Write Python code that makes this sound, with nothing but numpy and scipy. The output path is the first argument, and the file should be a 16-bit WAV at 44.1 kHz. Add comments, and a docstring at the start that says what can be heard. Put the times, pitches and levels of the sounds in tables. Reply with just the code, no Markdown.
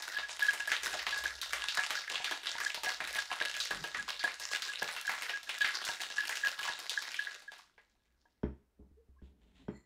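"""Sharp cracks, short metallic rings and icy clatter, then soft knocks, a squeak and a faint glassy ring.
Ice cubes and liquor are shaken in a steel tin capped with a mixing glass, in a furnished room: cubes are
noise bursts and damped tones, the tin a set of struck modes, small ice a stream of pings over a wash.
The shaking stops; the tin is set on a wooden table (struck modes) and rocked, and the glass is worked
loose (gliding tones, grains of friction, rim modes). Room tone and a low rumble lie underneath."""
import sys
import numpy as np
from scipy import signal
from scipy.io import wavfile

SR = 44100
rng = np.random.default_rng(int(sys.argv[2]) if len(sys.argv) > 2 else 0)


def master(y):
    """Save y as 16-bit WAV."""
    cut = np.clip(np.atleast_2d(y).T, -1, 1)
    pcm = np.round(cut * 32767)  # scale
    wavfile.write(sys.argv[1], SR, pcm.astype(np.int16))


N = 434385

# Cubes cracking on the wall. 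Each row: time in seconds, relative level in dB, thud in dB and
# splinter in dB relative to the body, body pitch in Hz.
CRACKS = [(0.0225, -29.5, -26.5, -4, 4000), (0.186, -26, -9, -43, 3810), (0.292, -30.5, -38, -23.5, 2620),
          (0.394, -30, -6, -5, 2850), (0.5339, -28.5, -5, -3, 2160), (0.6743, -37, 3, 5, 1940),
          (0.7175, -15, -19.5, -17.5, 1960), (0.833, -28.5, -9, -3, 2490), (0.876, -36.5, 2, -12, 3020),
          (0.935, -29.5, 3, -25, 3000), (0.991, -26, -37, -16, 2080), (1.0666, -20, -11.5, -16, 2370),
          (1.108, -25.5, -26, -18, 3620), (1.177, -32.5, -36, -3, 3930), (1.2383, -29.5, 0.5, -5.5, 3740),
          (1.4149, -22, -54, -9, 3770), (1.5326, -21.5, -11, -8, 1880), (1.6854, -17.5, -42, -19.5, 3500),
          (1.7916, -23, -19, -38, 2190), (1.9055, -22, -10.5, -6, 1920), (1.9642, -20, -98, -45.5, 4840),
          (2.1111, -32, -0.5, -38, 4000), (2.157, -27.5, -25, -15.5, 2230),
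          (2.244, -20.5, -16.5, -12.5, 3530), (2.311, -26.5, -2.5, -5, 3120),
          (2.602, -27, -10.5, -7.5, 1920), (2.745, -26, -11, -9, 3700), (2.834, -28.5, -1, 3.5, 2540),
          (3.0038, -23.5, -6.5, -19.5, 1770), (3.0741, -27, -17, -7, 2010), (3.1564, -24, -9, -30, 1980),
          (3.3152, -28, -5.5, -28, 3340), (3.4113, -32, 5, -18, 3650), (3.541, -24, -28, -18.5, 2700),
          (3.602, -19.5, -71.5, -15, 3730), (3.7073, -30, 2.5, -6, 3600), (3.84, -28, -4, -8, 3020),
          (3.947, -23.5, -11.5, -25, 1940), (4.194, -24, -34, -27, 4650), (4.2386, -30.5, 3, -2.5, 3220),
          (4.277, -23.5, -25, -33, 1880), (4.398, -37, -1.5, 5.5, 4770), (4.6215, -21.5, -32, -14.5, 3640),
          (4.82, -32.5, 6.5, -6, 3040), (4.888, -22, -32, -36, 1760), (4.9642, -26, -19, -13, 2200),
          (5.0938, -22.5, -8, -12.5, 1980), (5.1792, -29.5, -14, -30, 1870),
          (5.222, -27.5, -10, -7.5, 2290), (5.2938, -25.5, -10.5, -15.5, 2550),
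          (5.4311, -39, -10, -2.5, 3900), (5.492, -23.5, -22, -12, 2500), (5.607, -26.5, -13, -12.5, 3190),
          (5.646, -14.5, -25, -27.5, 2200), (5.8517, -22, -77, -8.5, 4500), (6.015, -29.5, -10, -3, 4060),
          (6.2933, -26.5, -14, -4.5, 2420), (6.355, -28, -37, -4, 2440), (6.63, -25.5, -20, -13, 2490),
          (6.6816, -32.5, -16.5, -32, 3070), (6.79, -36.5, -1, -1, 3600), (6.8954, -21.5, -51, -9.5, 3590),
          (7.0224, -31, -11, -5, 1960), (7.1431, -25, -29, -17, 2330), (7.191, -35, -43.5, -12, 3180),
          (7.4213, -43, -7.5, -10, 3780), (7.5186, -39, -8.5, -15, 3310), (7.5817, -53, -40, 2, 3800),
          (7.779, -49, -5, -30, 2050)]
# Decay of the crack noise. Each row: frequency in Hz, T60 in seconds.
CRACK_T60 = [(200, 0.18), (1000, 0.19), (4000, 0.25), (14000, 0.1)]
THUD_HZ, SPLINTER_HZ = 550, 9000
BODY_RING_DB, BODY_RING_T60_S = -24, 0.13
BODY_SPREAD = 0.07   # log-frequency spread of a cube's tones

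# Cubes landing flat, ringing the tin. Each row: time in seconds, relative level in dB,
# free ring in seconds before liquor stifles it.
CLANGS = [(0.1657, -32.5, 0.033), (0.2283, -30, 0.028), (0.4205, -20, 0.02), (0.448, -31.5, 0.014),
          (0.4829, -19, 0.016), (0.6, -33, 0.042), (0.675, -25, 0.014), (0.7168, -19, 0.0047),
          (1.1243, -29, 0.026), (1.255, -19.5, 0.0064), (1.7773, -18, 0.0025), (1.789, -24.5, 0.0084),
          (2.08, -23.5, 0.0039), (2.319, -25.5, 0.009), (2.612, -27.5, 0.0088), (2.6606, -23.5, 0.011),
          (2.8628, -30, 0.02), (2.876, -29.5, 0.023), (3.135, -32, 0.044), (3.1825, -25.5, 0.017),
          (3.412, -25.5, 0.0065), (3.709, -25, 0.0062), (3.84, -32, 0.0114), (3.9448, -36, 0.0091),
          (3.986, -31.5, 0.025), (4.241, -25.5, 0.018), (4.5104, -33.5, 0.06), (4.687, -34, 0.034),
          (4.8207, -25, 0.011), (5.0496, -26.5, 0.0055), (5.0769, -23, 0.0047), (5.133, -35, 0.022),
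          (5.3336, -31.5, 0.032), (5.608, -24, 0.022), (5.644, -18, 0.0042), (5.685, -30, 0.016),
          (5.8933, -28, 0.016), (6.1805, -26.5, 0.042), (6.201, -27, 0.015), (6.293, -28, 0.0074),
          (6.434, -23, 0.021), (6.445, -24.5, 0.029), (6.6833, -26.5, 0.022), (6.714, -35, 0.014),
          (6.974, -23, 0.0056), (7.1896, -21, 0.01), (7.2684, -22.5, 0.0069), (7.478, -42, 0.019),
          (7.7804, -49, 0.0035), (8.256, -60, 0.008)]
# Tin modes. Each row: nominal frequency in Hz, relative level in dB, T60 in seconds when struck.
TIN_MODES = [(1668, 2.5, 0.35), (1790, -16.5, 0.093), (1880, -12, 0.058), (1600, -16, 0.051),
             (1636, -14, 0.07), (3190, -20, 0.11)]
BLOOM_S, CHOKE_TAKES_S, CHOKE_DB = 0.0042, 0.0021, -10.5   # liquor falls back on the wall
STIFLED_DB_PER_S = 380   # extra loss under liquor
CLANG_DETUNE = .006   # fractional spread; grip and liquor shift the ring from blow to blow

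# Turns of the wrist throwing the small ice to the far end. Each row: start in seconds,
# relative level in dB before the sag, tumble length in seconds.
THROWS = [(-0.03, -41, 0.088), (.06, -38, 0.15), (.27, -40, 0.068), (.385, -38.5, 0.52), (.675, -38, 0.064),
          (.82, -36, 0.2), (1.06, -39.5, 0.3), (1.4, -42, 0.26), (1.53, -38.5, 0.32), (1.75, -36, 0.083),
          (1.89, -39.5, 0.17), (2.08, -37.5, 0.21), (2.24, -45, 0.12), (2.42, -37, 0.25),
          (2.6, -36.5, 0.071), (2.83, -35, 0.078), (2.99, -39.5, 0.19), (3.12, -36, .07),
          (3.29, -37, 0.038), (3.39, -38.5, 0.11), (3.53, -39, 0.13), (3.7, -41.5, 0.24),
          (3.93, -38.5, 0.051), (4.07, -33, 0.013), (4.19, -45, 0.17), (4.39, -40.5, 0.2),
          (4.5, -30.5, 0.035), (4.61, -41.5, 0.18), (4.805, -41, 0.22), (5.04, -38, 0.092),
          (5.17, -41.5, 0.2), (5.46, -41, 0.11), (5.6, -36.5, 0.28), (5.8, -38, .05), (5.86, -30.5, 0.032),
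          (5.99, -34.5, 0.041), (6.09, -38.5, 0.017), (6.15, -38.5, 0.2), (6.28, -38.5, 0.13),
          (6.425, -36, 0.064), (6.57, -36, 0.14), (6.78, -43, 0.069), (6.88, -44.5, 0.11),
          (7.0, -40.5, 0.099), (7.14, -44, 0.16), (7.3, -45, 0.039), (7.5, -50.5, .07), (7.77, -71, .04),
          (7.85, -78, 0.67)]
THROW_RISE_S, TUMBLE_SAG_DB_PER_S, SETTLE_DB_PER_S = 0.018, 19, 167.5
# Colour of the clatter. Each row: frequency in Hz, relative level in dB.
CLATTER_COLOUR = [(71, -78.5), (120, -32.5), (427, -9), (800, -3), (1000, -1.5), (1260, -4.5), (1650, 4),
                  (2200, -1), (3900, 1.5), (5630, -3.5), (16000, -25.5)]
CHIP_CYCLES = 20   # periods in an ice chip's T60

# Chips ticking on bare steel. Each row: time in seconds, relative level in dB.
TICKS = [(0.4284, -24), (1.7513, -24), (2.8858, -28), (3.1288, -27), (3.652, -28.5), (4.52, -32),
         (4.8294, -22.5), (5.0133, -27), (5.071, -29), (5.5857, -29), (6.275, -29), (7.2396, -38),
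         (7.345, -45), (7.3967, -44), (7.4779, -55), (7.5558, -56), (7.8128, -70), (8.1242, -70)]
TICK_T60_S, TICK_LOW_HZ, TICK_HIGH_HZ = .012, 2600.0, 9000.0

# Cubes landing softly on the wetted wall. Each row: time in seconds, relative level in dB.
THUMPS = [(0.5999, -45), (1.1233, -36.5), (1.7859, -32), (2.2029, -35), (2.5537, -40), (2.7768, -37.5),
          (2.8689, -34), (3.7198, -37), (5.8913, -33.5), (6.6987, -34.5), (8.255, -60)]
# Low modes of the tin under liquor. Each row: frequency in Hz, relative level in dB, T60 in seconds.
WETTED_WALL_MODES = [(929, 4, 0.058), (637.6, -6, 0.03), (745, -6, 0.17)]

# Soft bumps: two during the shaking, later the tin base on the table. Each row: time in seconds,
# relative level in dB, hardness (treble share) in dB, weight (bass share) in dB.
KNOCKS = [(3.71, -58, -13, -16), (4.819, -48, -27, -17), (8.432, -27.5, -27, 2), (8.79, -54, -48.5, 8),
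          (8.907, -62.5, -46, 19), (9.083, -66, -43, 21), (9.216, -52.5, -29.5, 14.5),
          (9.682, -33.5, -24, -10)]
# Modes of table and tin base. Each row: frequency in Hz, relative level in dB,
# T60 in seconds when knocked.
TABLE_MODES = [(65.9, -8.5, 0.25), (130.5, -10, 0.3), (195.3, 0.5, 0.11), (244.5, -4.5, 0.073),
               (304, -7, 0.12), (346, -12, 0.121), (416.6, -8, 0.1), (600, -13, 0.056), (920, -7.5, 0.029),
               (1504, -7.5, 0.043), (3220, -7, 0.094), (5450, -1, 0.032)]
# Low murmurs: two dull ones during the shaking, later the tin base scuffing the table.
# Each row: start in seconds, level in dB before the sag, length in seconds.
MURMURS = [(3.72, -56, 0.1), (3.96, -59, 0.065), (8.785, -59, 0.039), (9.07, -76.5, 0.047),
           (9.21, -67, 0.24), (9.42, -67.5, 0.17), (9.58, -65.5, 0.18)]

# Short smooth tones: a low hum during the shaking, later the wet seal. 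Each row: start in seconds,
# length in seconds, first pitch in Hz, last pitch in Hz, peak level in dB.
SQUEAKS = [(3.805, 0.037, 151, 162, -48.5), (8.966, 0.048, 406, 490, -59.5), (9.162, .02, 1010, 1120, -70),
           (9.183, 0.019, 1590, 1710, -70), (9.583, 0.068, 277, 253, -61)]
# Hands rubbing and twisting the glass. Each row: start in seconds, level in dB before the sag,
# length in seconds.
RUBS = [(9.2, -74.5, 0.067), (9.38, -78, 0.14), (9.52, -69, 0.11)]
# Colour of the rubbing. Each row: frequency in Hz, relative level in dB.
RUB_COLOUR = [(410, -17.5), (700, 4.5), (1100, -10), (2000, -1), (2600, -6), (3700, 2.5), (4500, -23),
              (7000, -11.5), (9000, -32), (16000, -50)]
# The freed glass ringing. Each row: start in seconds, level in dB before the sag, length in seconds.
GLASS_RINGS = [(9.68, -69.5, 0.092)]
# Rim modes of the glass. Each row: frequency in Hz, relative level in dB, width in Hz (T60 = 1 / width).
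RIM_MODES = [(1980, 3.5, 22), (4266, -2.5, 21), (7200, -1.5, 43)]

# Decay of the room. Each row: frequency in Hz, T60 in seconds.
ROOM_T60 = [(100, 0.26), (1000, 0.32), (8000, 0.41)]
ROOM_DB = -7.5
# Colour of the room tone. Each row: frequency in Hz, relative level in dB.
ROOM_TONE_COLOUR = [(15, -32), (25, 4.5), (99, -6.5), (157, -11.5), (249, -4.5), (545, -14.5), (2160, -21),
                    (2550, -25), (16000, -32.5)]
ROOM_TONE_DB = -80.5
# Distant rumble. Each row: time in seconds, level in dB.
RUMBLE = [(0, -78), (.68, -78.5), (1.2, -61.5), (2.1, -85.5), (2.96, -71.5), (3.89, -76), (5.68, -88.5),
          (7.0, -100.5), (8.4, -78.5), (9.85, -68)]
STOP_EDGE_HZ = 15900 * 1.03


def from_db(db):
    """Decibels to gain."""
    return 10 ** (np.asarray(db) / 20)


def rms_one(x):
    """Scale to rms 1."""
    return x / np.sqrt(np.mean(x ** 2) + 1e-20)


def in_time(rows, column):
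    """One curve column in dB at every sample; -150 outside its span."""
    rows = np.array(rows)
    return np.interp(np.arange(N) / SR, rows[:, 0], rows[:, column], left=-150, right=-150)


def at_hz(points, hz):
    """A curve read on a log-frequency axis."""
    points = np.array(points)
    return np.interp(np.log(hz), np.log(points[:, 0]), points[:, 1])


def filtered(x, order, hz, kind="low"):
    """Butterworth filter."""
    return signal.sosfilt(signal.butter(order, hz, kind, fs=SR, output="sos"), x)


def train(times_s, sizes):
    """One-sample clicks of given sizes."""
    out = np.full(N, 1e-18)   # tiny floor keeps the filters fast
    at = np.round(np.array(times_s) * SR).astype(int)
    out[np.clip(at, 0, N - 1)] = sizes
    return out


def ring(clicks, hz, t60_s):
    """Two-pole resonator: a unit click starts a decaying sine of initial height near 1."""
    r = from_db(-60 / (t60_s * SR))
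    w = 2 * np.pi * hz / SR
    return signal.lfilter([0, np.sin(w)], [1, -2 * r * np.cos(w), r * r], clicks)


def dying(clicks, t60_s):
    """Each click starts an envelope that falls 60 dB in t60_s."""
    decay = from_db(-60 / (max(t60_s, 1e-3) * SR))
    return signal.lfilter([1], [1, -decay], clicks)


def bands(lowest_hz):
    """Half-octave band filters with centres; alternating signs join neighbours without a notch."""
    edges_hz = lowest_hz * 2 ** np.arange(0, np.log2(17000 / lowest_hz), .5)
    for k, low_hz in enumerate(edges_hz):
        high_hz = min(low_hz * np.sqrt(2), .45 * SR)
        sos = signal.butter(2, [low_hz, high_hz], "band", fs=SR, output="sos")
        sos[0, :3] *= (-1) ** k
        yield low_hz * 2 ** .25, sos


def drift(rate_hz):
    """Slow chance: straight lines between normal random knots, at most 40 per second."""
    knots = rng.standard_normal(int(N / SR * 40) + 9)
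    return np.interp(np.arange(N) * min(rate_hz, 40) / SR, np.arange(len(knots)), knots)


def grains(per_s, spread_db):
    """Random clicks of uneven size, the loudest capped; rms 1."""
    sizes = from_db(spread_db * np.minimum(rng.exponential(1, N), 3.5))
    signs = rng.choice([-1, 1], N)
    return rms_one(sizes * signs * (rng.random(N) < per_s / SR))


def coloured(x, spectrum, patchy_db=0):
    """A source through the band bank, each band optionally drifting in level; rms 1."""
    out = np.zeros(N)
    for hz, sos in bands(22):
        level_db = at_hz(spectrum, hz)
        if patchy_db:
            level_db = level_db + patchy_db * drift(25.0)
        out += from_db(level_db) * signal.sosfilt(sos, x)
    return rms_one(out)


def swells(rows, rise_s, sag_db_per_s, fall_db_per_s):
    """Level in dB of overlapping gestures: each rises 20 dB in rise_s, sags, then falls faster."""
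    level_db = np.full(N // 32 + 2, -150.)
    t = np.arange(len(level_db)) * 32 / SR
    for start, db, length in rows:
        since = t - start
        rise_db = -20 * np.clip(1 - since / rise_s, 0, 9)
        sag_db = -sag_db_per_s * np.maximum(since, 0)
        fall_db = -fall_db_per_s * np.maximum(since - length, 0)
        level_db = np.maximum(level_db, db + rise_db + sag_db + fall_db)
    return np.interp(np.arange(N) / SR, t, level_db)


def cube_cracks():
    """A crack is a tick and a noise burst shaped around its body pitch; each band dies at its own rate."""
    rows = np.array(CRACKS)
    times_s, level_db, body_hz = rows[:, 0], rows[:, 1], rows[:, 4]
    chance = rng.normal(0, 1, (len(rows), 16))
    white = rng.standard_normal((2, N))
    out = np.zeros(N)
    for k, (hz, sos) in enumerate(bands(150)):
        zone_db = [np.interp(np.log(hz), np.log([THUD_HZ, body, SPLINTER_HZ]), [thud, 0, splinter])
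                   for thud, splinter, body in rows[:, 2:]]
        hump_db = 1.9 * np.exp(-(np.log2(hz / body_hz) / 0.36) ** 2)
        # little bass from the small tin, little extreme treble
        edge_db = -13.0 * max(np.log2(650.0 / hz), 0) - 8.0 * max(np.log2(hz / SPLINTER_HZ), 0)
        band_db = level_db + zone_db + hump_db + edge_db - 20.0 + 2.0 * chance[:, k]
        clicks = train(times_s, from_db(band_db))
        tick = 38 * clicks
        snap = 4 * dying(clicks, .009)   # loud first few ms
        tail = 4.22 * dying(clicks, at_hz(CRACK_T60, hz))
        burst = tick + (snap + tail) * white[k % 2]
        out += signal.sosfilt(sos, burst) * np.sqrt(4000 / hz)   # offsets the wider high bands
    return out


def cube_rings():
    """Each cube rings briefly: a damped cluster of four tones around its body pitch."""
    out = np.zeros(N + SR)
    t = np.arange(SR // 10) / SR
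    detunes = np.exp(BODY_SPREAD * rng.standard_normal((len(CRACKS), 4, 1)))
    for (s, db, _, _, hz), detune in zip(CRACKS, detunes):
        cluster = np.sin(2 * np.pi * hz * detune * t).sum(axis=0)
        at = int(s * SR)
        out[at:at + len(t)] += from_db(db + BODY_RING_DB - 60 * t / BODY_RING_T60_S) * cluster
    return out[:N]


def struck_tin():
    """Flat blows excite the tin modes; the ring blooms, then liquor stifles it."""
    chance = rng.normal(0, 1, (len(CLANGS), len(TIN_MODES) + 1))
    hz, level_db, t60_s = np.transpose(TIN_MODES)[:, :, None]
    varies = hz[:, 0] != hz[0, 0]   # the first mode keeps its level
    out = np.zeros(N + SR)
    t = np.arange(SR // 5) / SR
    for (s, db, free_s), (detune, *luck) in zip(CLANGS, chance):
        tones = np.sin(2 * np.pi * hz * (1 + CLANG_DETUNE * detune) * t)
        modes = from_db(level_db - 60 * t / t60_s) * tones
        bloom = np.clip(t / BLOOM_S, 0, 1)
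        choke_db = CHOKE_DB * np.clip((t - free_s) / CHOKE_TAKES_S + 1, 0, 1)
        stifle_db = -STIFLED_DB_PER_S * np.maximum(t - free_s, 0)
        mode_gains = from_db(4 * np.array(luck) * varies)
        at = int(s * SR)
        out[at:at + len(t)] += bloom * from_db(db + choke_db + stifle_db) * (mode_gains @ modes)
    return out[:N]


def rattled_tin():
    """Small ice drives the tin modes as a stream of grains, each mode damped twice as fast; rms 1."""
    small = grains(per_s=350, spread_db=5.0)
    out = np.zeros(N)
    for k, (hz, level_db, t60_s) in enumerate(TIN_MODES):
        out += from_db(level_db) * ring(np.roll(small, 997 * k), hz, t60_s / 2)
    return rms_one(out)


def tin_ring():
    """Flat blows and small ice both ring the tin; liquor washing over the wall makes it flutter."""
    flutter = from_db(3.5 * drift(40))
    return flutter * (from_db(-3.0) * struck_tin() + from_db(small_ice_db() - 10.5) * rattled_tin())


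def small_ice_db():
    """How hard the small ice tumbles, in dB."""
    return swells(THROWS, THROW_RISE_S, TUMBLE_SAG_DB_PER_S, SETTLE_DB_PER_S)


def clatter():
    """Ice chips ping at nine pitches over a wash of liquor noise; harder shaking is brighter."""
    knocks = grains(per_s=220, spread_db=3.6)
    pitches_hz = np.geomspace(1100, 13000, 9)
    dealt = rng.integers(0, len(pitches_hz), N)
    pings = np.zeros(N)
    for k, hz in enumerate(pitches_hz):
        pings += np.sqrt(hz) * ring(knocks * (dealt == k) + 1e-18, hz, CHIP_CYCLES / hz)
    sizzle = dying(np.abs(knocks), 0.007)
    source = 0.6 * rms_one(pings) + (rms_one(sizzle) + 0.6) * rng.standard_normal(N)
    wash = coloured(source, CLATTER_COLOUR, patchy_db=4.5)
    treble = filtered(wash, 2, 7000.0, "high")
    level_db = small_ice_db()
    brightness = from_db(np.clip(0.44 * (level_db + 36.0), -20, 6))
    return from_db(level_db - 3.0) * (wash + (brightness - 1) * treble)


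def ticks():
    """A bare click with a wisp of noise, band-passed to treble."""
    times_s, level_db = np.transpose(TICKS)
    clicks = train(times_s, from_db(level_db))
    burst = 3 * clicks + 0.4 * dying(clicks, TICK_T60_S) * rng.standard_normal(N)
    return filtered(burst, 1, [TICK_LOW_HZ, TICK_HIGH_HZ], "band")


def thumps():
    """Soft landings, and the thud of every crack, ring the low modes of the wetted wall."""
    crack_thuds = [(s, db + thud - 14.5) for s, db, thud, _, _ in CRACKS]
    times_s, db = np.transpose(list(THUMPS) + crack_thuds)
    luck_db = 3 * rng.normal(0, 1, (len(times_s), len(WETTED_WALL_MODES)))
    modes = np.zeros(N)
    for k, (hz, level_db, t60_s) in enumerate(WETTED_WALL_MODES):
        modes += ring(train(times_s, from_db(db + level_db + luck_db[:, k])), hz, t60_s)
    push = filtered(train(times_s, from_db(db)), 2, [350, 1800], "band")
    return from_db(-7.0) * modes + from_db(9.5) * push


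def table():
    """Contacts drive the modes of table and tin base; harder ones add more noisy rattle."""
    times_s, db, hardness_db, bass_db = np.transpose(KNOCKS)
    chance = rng.normal(0, 1, (len(KNOCKS), len(TABLE_MODES)))
    modes = np.zeros(N)
    for k, (hz, level_db, t60_s) in enumerate(TABLE_MODES):
        share_db = bass_db * (hz < 100) + (hardness_db + 24) * (hz > 500)
        late_s = .6 / hz   # low bending waves travel slowly and arrive later
        sizes = (-1) ** k * from_db(db + level_db + share_db + 1.5 * chance[:, k])
        modes += ring(train(times_s + late_s, sizes), hz, t60_s)
    soft = filtered(modes, 2, 900.0)
    hard_clicks = train(times_s, from_db(db + hardness_db + 15.0))
    rattle = dying(hard_clicks, 0.18) * rng.standard_normal(N)
    return soft + filtered(rattle, 3, [400.0, 2000.0], "band")


def murmurs():
    """Uneven grains keep the lower table modes murmuring, damped twice as fast as when knocked."""
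    uneven = grains(per_s=390, spread_db=4.0)
    modes = np.zeros(N)
    for k, (hz, level_db, t60_s) in enumerate(TABLE_MODES[:9]):
        modes += from_db(level_db) * ring(np.roll(uneven, 991 * k), hz, t60_s / 2)
    dull = rms_one(filtered(modes, 2, 700.0))
    return from_db(swells(MURMURS, rise_s=0.019, sag_db_per_s=29.0, fall_db_per_s=198)) * dull


def squeaks():
    """Short gliding sines under a smooth swell."""
    out = np.zeros(N)
    for start, length, from_hz, to_hz, level_db in SQUEAKS:
        u = np.linspace(0, 1, int(length * SR))
        tone = np.sin(2 * np.pi * np.cumsum(from_hz + (to_hz - from_hz) * u) / SR)
        at = int(start * SR)
        out[at:at + len(u)] += from_db(level_db) * np.sin(np.pi * u) ** 0.96 * tone
    return out


def glass():
    """Skin slips on the glass in grains; once free, its rim modes sing along."""
    slips = grains(per_s=570, spread_db=3.5) + .9 * rng.standard_normal(N)
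    rub = coloured(slips, RUB_COLOUR)
    rim = sum(from_db(level_db) * rms_one(ring(slips, hz, 1.0 / width_hz))
              for hz, level_db, width_hz in RIM_MODES)
    rub_db = swells(RUBS, rise_s=0.042, sag_db_per_s=19, fall_db_per_s=251.0)
    ring_db = swells(GLASS_RINGS, rise_s=0.089, sag_db_per_s=7, fall_db_per_s=251)
    return from_db(rub_db) * rub + from_db(ring_db) * rim


def room(x):
    """Diffuse echoes: noise that dies band by band, after a 4 ms gap."""
    t = np.arange(SR // 2) / SR
    white = rng.standard_normal(len(t)) * np.clip((t - .004) / 0.0033, 0, 1)
    tail = np.zeros(len(t))
    for hz, sos in bands(40):
        tail += signal.sosfilt(sos, white * from_db(-60 * t / at_hz(ROOM_T60, hz)))
    return signal.fftconvolve(x, tail / np.sqrt(np.sum(tail ** 2)))[:N]


def background():
    """Steady coloured noise as room tone, and a swelling narrow-band low rumble."""
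    tone = coloured(rng.standard_normal(N), ROOM_TONE_COLOUR)
    rumble = rms_one(filtered(rng.standard_normal(N), 2, [52.0, 66.0], "band"))
    return from_db(ROOM_TONE_DB) * tone + from_db(in_time(RUMBLE, 1)) * rumble


def scene():
    """All sources direct, plus the room; the tin's ring beams forward and stirs the room less."""
    tin = tin_ring()
    ice = cube_cracks() + cube_rings() + clatter() + ticks() + thumps()
    rest = ice + table() + murmurs() + squeaks() + glass()
    echoes = from_db(ROOM_DB) * room(rest + from_db(-2.0) * tin)
    return (tin + rest + echoes + background())[None]


def record(dry):
    """Steep low-pass: 60 dB down from the stop edge upward."""
    return signal.sosfilt(signal.cheby2(14, 60, STOP_EDGE_HZ, fs=SR, output="sos"), dry)


dry = scene()
out = record(dry)
master(out)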